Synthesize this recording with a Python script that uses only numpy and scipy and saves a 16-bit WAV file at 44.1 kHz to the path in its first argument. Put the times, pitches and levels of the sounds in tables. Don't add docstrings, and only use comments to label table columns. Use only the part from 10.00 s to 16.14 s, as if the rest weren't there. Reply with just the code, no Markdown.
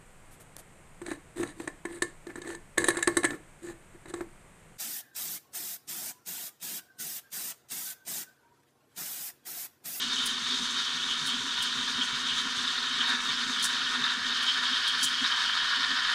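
import sys
import numpy as np
from scipy import signal
from scipy.fft import rfft, irfft
from scipy.io import wavfile
from scipy.ndimage import uniform_filter1d

SR = 44100
rng = np.random.default_rng(int(sys.argv[2]) if len(sys.argv) > 2 else 0)


def store_wav(level_fs):
    pcm = np.round(np.clip(np.atleast_2d(level_fs), -1, 1) * 32767)
    wavfile.write(sys.argv[1], SR, pcm.T.astype(np.int16))


N = 270774
TIME = np.arange(N) / SR
HZ = np.maximum(np.fft.rfftfreq(N, 1 / SR), 1)


def from_db(db):
    return 10 ** (np.asarray(db) / 20)


def rms_one(x):
    return x / np.sqrt(np.mean(x ** 2) + 1e-20)


def drift(rate_hz):
    smooth = rfft(rng.standard_normal(N)) / (1 + (HZ / rate_hz) ** 2)
    return rms_one(irfft(smooth, N))


def colour(x, spectrum, response=1):
    pitch_hz, relative_db = np.transpose(spectrum)
    ends = np.minimum(HZ / pitch_hz[0], 1) ** 4 * np.minimum(pitch_hz[-1] / HZ, 1) ** 4
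    gain = from_db(np.interp(np.log(HZ), np.log(pitch_hz), relative_db))
    return rms_one(irfft(rfft(x) * response * ends * gain, N))


def steady(x, span_s):
    span = max(int(span_s * SR), 2)
    return x / np.sqrt(uniform_filter1d(x ** 2, span) + 1e-12)


def swell(middle_s, length_s):
    return np.exp2(-np.minimum((2 * (TIME - middle_s) / length_s) ** 2, 50))


def collapses(per_s, spread_db):
    size_db = spread_db * np.minimum(rng.exponential(1, N), 4)
    sizes = from_db(size_db) * rng.standard_normal(N)
    return sizes * (rng.random(N) < per_s / SR)


def jug_response():
    # pitch_hz, width_hz, lift_db (of each alone)
    resonances = [(769, 28, 5.5), (993, 32, 2), (1116, 17, 4.5), (1260, 29, 5), (1417, 30, 5.5),
                  (1490, 57, 3.5), (1721, 21, 4), (2277, 17.5, 8), (2888, 13, 10.5), (3110, 36, 4),
                  (3145, 22, 1.5), (3250, 22, 4), (3570, 60, 0.5), (3754, 61, 3.5), (3930, 21, 5.5),
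                  (4095, 45, 3.5), (4350, 100, 6.5), (6490, 98, 4)]
    return 1 + sum((from_db(lift_db) - 1) / (1 + 2j * (HZ - pitch_hz) / width_hz)
                   for pitch_hz, width_hz, lift_db in resonances)


def kitchen(wet_db):
    t60_s = 0.24
    t = TIME[:SR // 3]
    tail = rng.standard_normal(len(t)) * from_db(-60 * t / t60_s) * (t > .002)
    return 1 + from_db(wet_db) * rfft(tail / np.linalg.norm(tail), N)


def warmed_db(cold_db, change_db):
    hot_s, power = 6.04, 1.21
    return cold_db + change_db * (TIME / hot_s) ** power


def surges_db():
    # middle_s, length_s, roar_db, low_jet_db, high_jet_db
    surge_rows = [(0.125, 0.051, 1, -4, 4.5), (.23, 0.11, 0.5, 4, 0.5), (0.367, 0.082, -1, -2, -3),
                  (0.525, 0.062, -1, 2.5, 3.5), (.79, .06, 2.5, 1.5, 2), (1.113, .06, -1, 5.5, -0.5),
                  (1.3, 0.099, 1, 4.5, 2), (1.45, 0.13, -1, 0.5, -3), (1.64, 0.082, 1, 7, 1.5),
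                  (2.035, 0.072, 2.5, 1.5, 0), (2.35, 0.13, 0, 6.5, 2.5), (2.47, .05, 2, -1.5, -4),
                  (2.73, 0.046, 0.5, -1, 3), (3.023, 0.047, 5, 8, 4.5), (3.113, 0.063, 6.5, 0, 5),
                  (3.187, 0.092, 1, -5, -1.5), (3.48, .1, -0.5, -2, -1), (3.606, .07, -1, 8.5, 2),
                  (3.786, 0.11, 1.5, 2, 2), (3.936, 0.077, 3.5, -2, 1), (4.07, 0.063, 3, 4, 2.5),
                  (4.21, 0.047, 0, -6, -3), (4.488, 0.049, 0, 8.5, 4.5), (4.735, .07, -0.5, 5, 3),
                  (4.883, .06, -0.5, 2.5, 4), (5.002, 0.046, 1, 0.5, 2), (5.06, 0.057, -5, 3.5, -1),
                  (5.167, 0.11, -2, 0, -1), (5.267, 0.039, 2, 1, 7), (5.327, 0.044, 1.5, 3.5, 2),
                  (5.61, .08, 0.5, 5, -0.5), (5.74, 0.055, 1.5, 0, 1.5), (6.09, .1, 1.5, 2.5, 2)]
    return sum(np.outer(lifts_db, swell(middle_s, length_s))
               for middle_s, length_s, *lifts_db in surge_rows)


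def gathered(roar):
    pitch_hz, width_hz = 1686, 450
    middle = irfft(rfft(roar) / (1 + 2j * (HZ - pitch_hz) / width_hz), N)
    extra = from_db(warmed_db(cold_db=-2.0, change_db=6.5)) - 1
    return steady(roar + extra * middle, span_s=0.81)


def wand():
    # pitch_hz, relative_db
    roar_spectrum = [(330, -32.5), (540, -22.5), (630, -26.5), (770, -18.5), (850, -25), (950, -7),
                     (1180, -6), (1440, -4), (1620, -3.5), (1830, -2), (1950, -10.5), (2300, -13.5),
                     (2800, -9.5), (3600, -58)]
    low_jet_spectrum = [(1700, -54), (2250, -17.5), (2600, -14.5), (2850, -15), (2980, 2), (3150, 1.5),
                        (3330, 2.5), (3480, -6), (4300, -30)]
    high_jet_spectrum = [(2200, -29.5), (3200, -26), (3430, -9), (3550, -0.5), (3760, -3), (3930, -8.5),
                         (4050, -13.5), (4600, -20.5), (7000, -41.5)]
    seethe_spectrum = [(2200, -7), (3000, -11), (3700, -10), (4120, -1), (4400, -1.5), (4750, 0.5),
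                       (5200, -1), (5500, -5), (6200, -20), (7500, -24), (10000, -30.5)]
    fizz_spectrum = [(4000, -27), (5800, 7), (6600, 3.5), (7050, 0), (7700, 0.5), (8050, -6), (8600, -2.5),
                     (8900, -7.5), (9900, -8), (11300, -24.5), (11800, -17.5), (13100, -24.5), (15600, -34)]
    settle_s, settle_takes_s = 4.35, 0.092
    seethe_follows, fizz_follows = 0.58, .2
    flutter_hz = 17

    roar_surge_db, low_surge_db, high_surge_db = surges_db()
    settled = np.clip((TIME - settle_s) / settle_takes_s + .5, 0, 1)
    roar_db = warmed_db(-39.5, 8.0) + roar_surge_db
    low_db = warmed_db(-38, 0) + low_surge_db + 3.5 * settled
    high_db = warmed_db(-35.5, 1) + high_surge_db - 1.7 * settled
    seethe_db = warmed_db(-41, 3.5) + seethe_follows * high_surge_db + 1.5 * settled
    fizz_db = warmed_db(-43, -3.5) + fizz_follows * high_surge_db
    path = jug_response() * kitchen(wet_db=-10.5)
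    sputter = drift(26)

    def voice(bubbles, spectrum, sputter_db, flutter_db):
        waver_db = sputter_db * sputter + flutter_db * drift(flutter_hz)
        flow = steady(colour(bubbles, spectrum, path), span_s=0.088)
        return rms_one(flow * from_db(waver_db))

    roar = voice(collapses(per_s=9000, spread_db=0.5), roar_spectrum, sputter_db=0.92, flutter_db=.5)
    low_jet = voice(collapses(per_s=11000, spread_db=1.5), low_jet_spectrum,
                    sputter_db=-1.0, flutter_db=2.27)
    high_jet = voice(collapses(per_s=12000, spread_db=0.0), high_jet_spectrum,
                     sputter_db=2.02, flutter_db=0.33)
    seethe = voice(collapses(per_s=12000, spread_db=1.0), seethe_spectrum,
                   sputter_db=0.2, flutter_db=1.47)
    fizz = voice(collapses(per_s=20000, spread_db=0.0), fizz_spectrum, sputter_db=0.0, flutter_db=1.4)

    out = from_db(roar_db) * gathered(roar)
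    out += from_db(low_db) * low_jet + from_db(high_db) * high_jet
    return out + from_db(seethe_db) * seethe + from_db(fizz_db) * fizz


def swirl():
    # pitch_hz, relative_db
    drone_spectrum = [(200, -22.5), (220, -19.5), (243, 3.5), (257, 0.5), (272, -1.5), (295, -34.5)]
    churn_spectrum = [(120, -19), (150, -4.5), (185, -10), (200, 6.5), (218, -9), (320, -8.5), (410, -0.5),
                      (490, -13.5), (600, -26)]
    # middle_s, lift_db
    slosh_rows = [(.06, 8), (.53, 7), (.62, 6), (.86, -16), (1.35, 9.5), (1.6, -12), (1.81, 7), (2.0, 9.5),
                  (2.46, 9.5), (2.75, -19), (3.01, 8), (3.13, 10), (3.5, 8), (3.99, 10), (4.18, 5),
                  (4.29, 5), (4.51, -3.5), (4.73, 11), (4.87, -23), (5.04, 7), (5.23, 9.5), (5.37, -10),
                  (5.7, -6), (5.8, 11.5), (5.92, 13)]
    slosh_s = 0.041
    thicken_s, thicken_db_per_s = 3.85, -4.0
    churn_follows = 0.42

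    fade_db = thicken_db_per_s * np.maximum(TIME - thicken_s, 0)
    slosh_db = sum(lift_db * swell(middle_s, slosh_s) for middle_s, lift_db in slosh_rows)
    slosh_db = slosh_db + 2 * drift(11.3)
    drone_db = -50.5 + fade_db + slosh_db
    churn_db = -56.5 + 0.73 * fade_db + churn_follows * slosh_db
    drone = steady(colour(rng.standard_normal(N), drone_spectrum), span_s=0.062)
    churn = steady(colour(rng.standard_normal(N), churn_spectrum), span_s=0.34)
    return from_db(drone_db) * drone + from_db(churn_db) * churn


def room_rumble():
    # pitch_hz, relative_db
    rumble_spectrum = [(20, -0.5), (45, -6), (80, -14.5), (150, -7), (500, -31), (2000, -32)]
    return from_db(-63.0) * colour(rng.standard_normal(N), rumble_spectrum)


def glugs(swell_s, uneven_db):
    # first_peak_s, end_s, level_db (before the uneven strength)
    run_rows = [(0.062, .7, -54), (0.945, 1.04, -52), (1.226, 2.4, -52.5), (2.582, 2.67, -51.5),
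                (2.988, 3.08, -55), (3.297, 4.47, -55.5), (5.042, 5.33, -56.5), (5.633, 6.08, -61)]
    turn_s = .182
    thud_spectrum = [(60, -9), (100, -6), (150, 4.5), (180, 0.5)]  # pitch_hz, relative_db

    push = np.zeros(N)
    thud = steady(colour(rng.standard_normal(N), thud_spectrum), span_s=0.024)
    strength_db = uneven_db * drift(1 / turn_s)
    for first_peak_s, end_s, level_db in run_rows:
        for peak_s in np.arange(first_peak_s, end_s, turn_s):
            age = np.clip((TIME - peak_s) / swell_s + 1, 0, 50)
            push += from_db(level_db) * age * np.exp(1 - age)
    return push * from_db(strength_db) * thud


def spits(fall_s, ragged_db, lead_s, lead_db):
    # start_s, rise_s, length_s (start to fall), level_db, edge_hz (high-pass)
    spit_rows = [(0.258, .001, .007, -34.5, 8500), (0.268, .001, 0.0023, -35, 6500),
                 (1.249, 0.024, 0.026, -40.5, 6000), (1.62, 0.0052, 0.013, -36, 6500),
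                 (2.37, 0.026, 0.042, -49, 4000), (3.05, .04, 0.051, -48, 3000),
                 (3.24, .015, 0.028, -53, 5000), (3.625, .003, 0.035, -30, 3600),
                 (4.42, .012, 0.016, -45, 5000), (4.867, .014, .016, -40.5, 3500),
                 (5.026, .001, 0.026, -28.5, 4200)]
    # pitch_hz, relative_db
    spray_spectrum = [(2000, -19), (3200, 16), (4500, 15), (7000, 13), (9800, 12.5), (11300, -2.5),
                      (12600, 1.5), (14500, -6), (15700, -10)]

    spray = colour(collapses(per_s=18000, spread_db=3.5), spray_spectrum)
    spray = spray * from_db(ragged_db * drift(120))
    out = np.zeros(N)
    for start_s, rise_s, length_s, level_db, edge_hz in spit_rows:
        near = np.abs(TIME - start_s) < .25
        age_s = TIME[near] - start_s
        lead = from_db(lead_db) * np.exp(-np.abs(age_s) / lead_s)
        rise = np.clip(age_s / rise_s, 0, 1)
        fall = np.exp(-np.maximum(age_s - length_s, 0) / (fall_s + 0.73 * rise_s))
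        high_pass = signal.butter(2, edge_hz, "high", fs=SR, output="sos")
        bright = rms_one(signal.sosfilt(high_pass, spray[near]))
        out[near] += from_db(level_db) * (lead + rise * fall) * bright
    return irfft(rfft(out) * kitchen(wet_db=-10), N)


def scene():
    milk = swirl() + glugs(swell_s=0.016, uneven_db=2.0)
    spitting = spits(fall_s=0.0049, ragged_db=2.5, lead_s=0.026, lead_db=-14)
    return (wand() + milk + room_rumble() + spitting)[None]


def record(dry):
    cutoff_hz = 15750
    low_pass = signal.ellip(12, .1, 90, cutoff_hz, fs=SR, output="sos")
    return signal.sosfilt(low_pass, dry)


dry = scene()
out = record(dry)
store_wav(out)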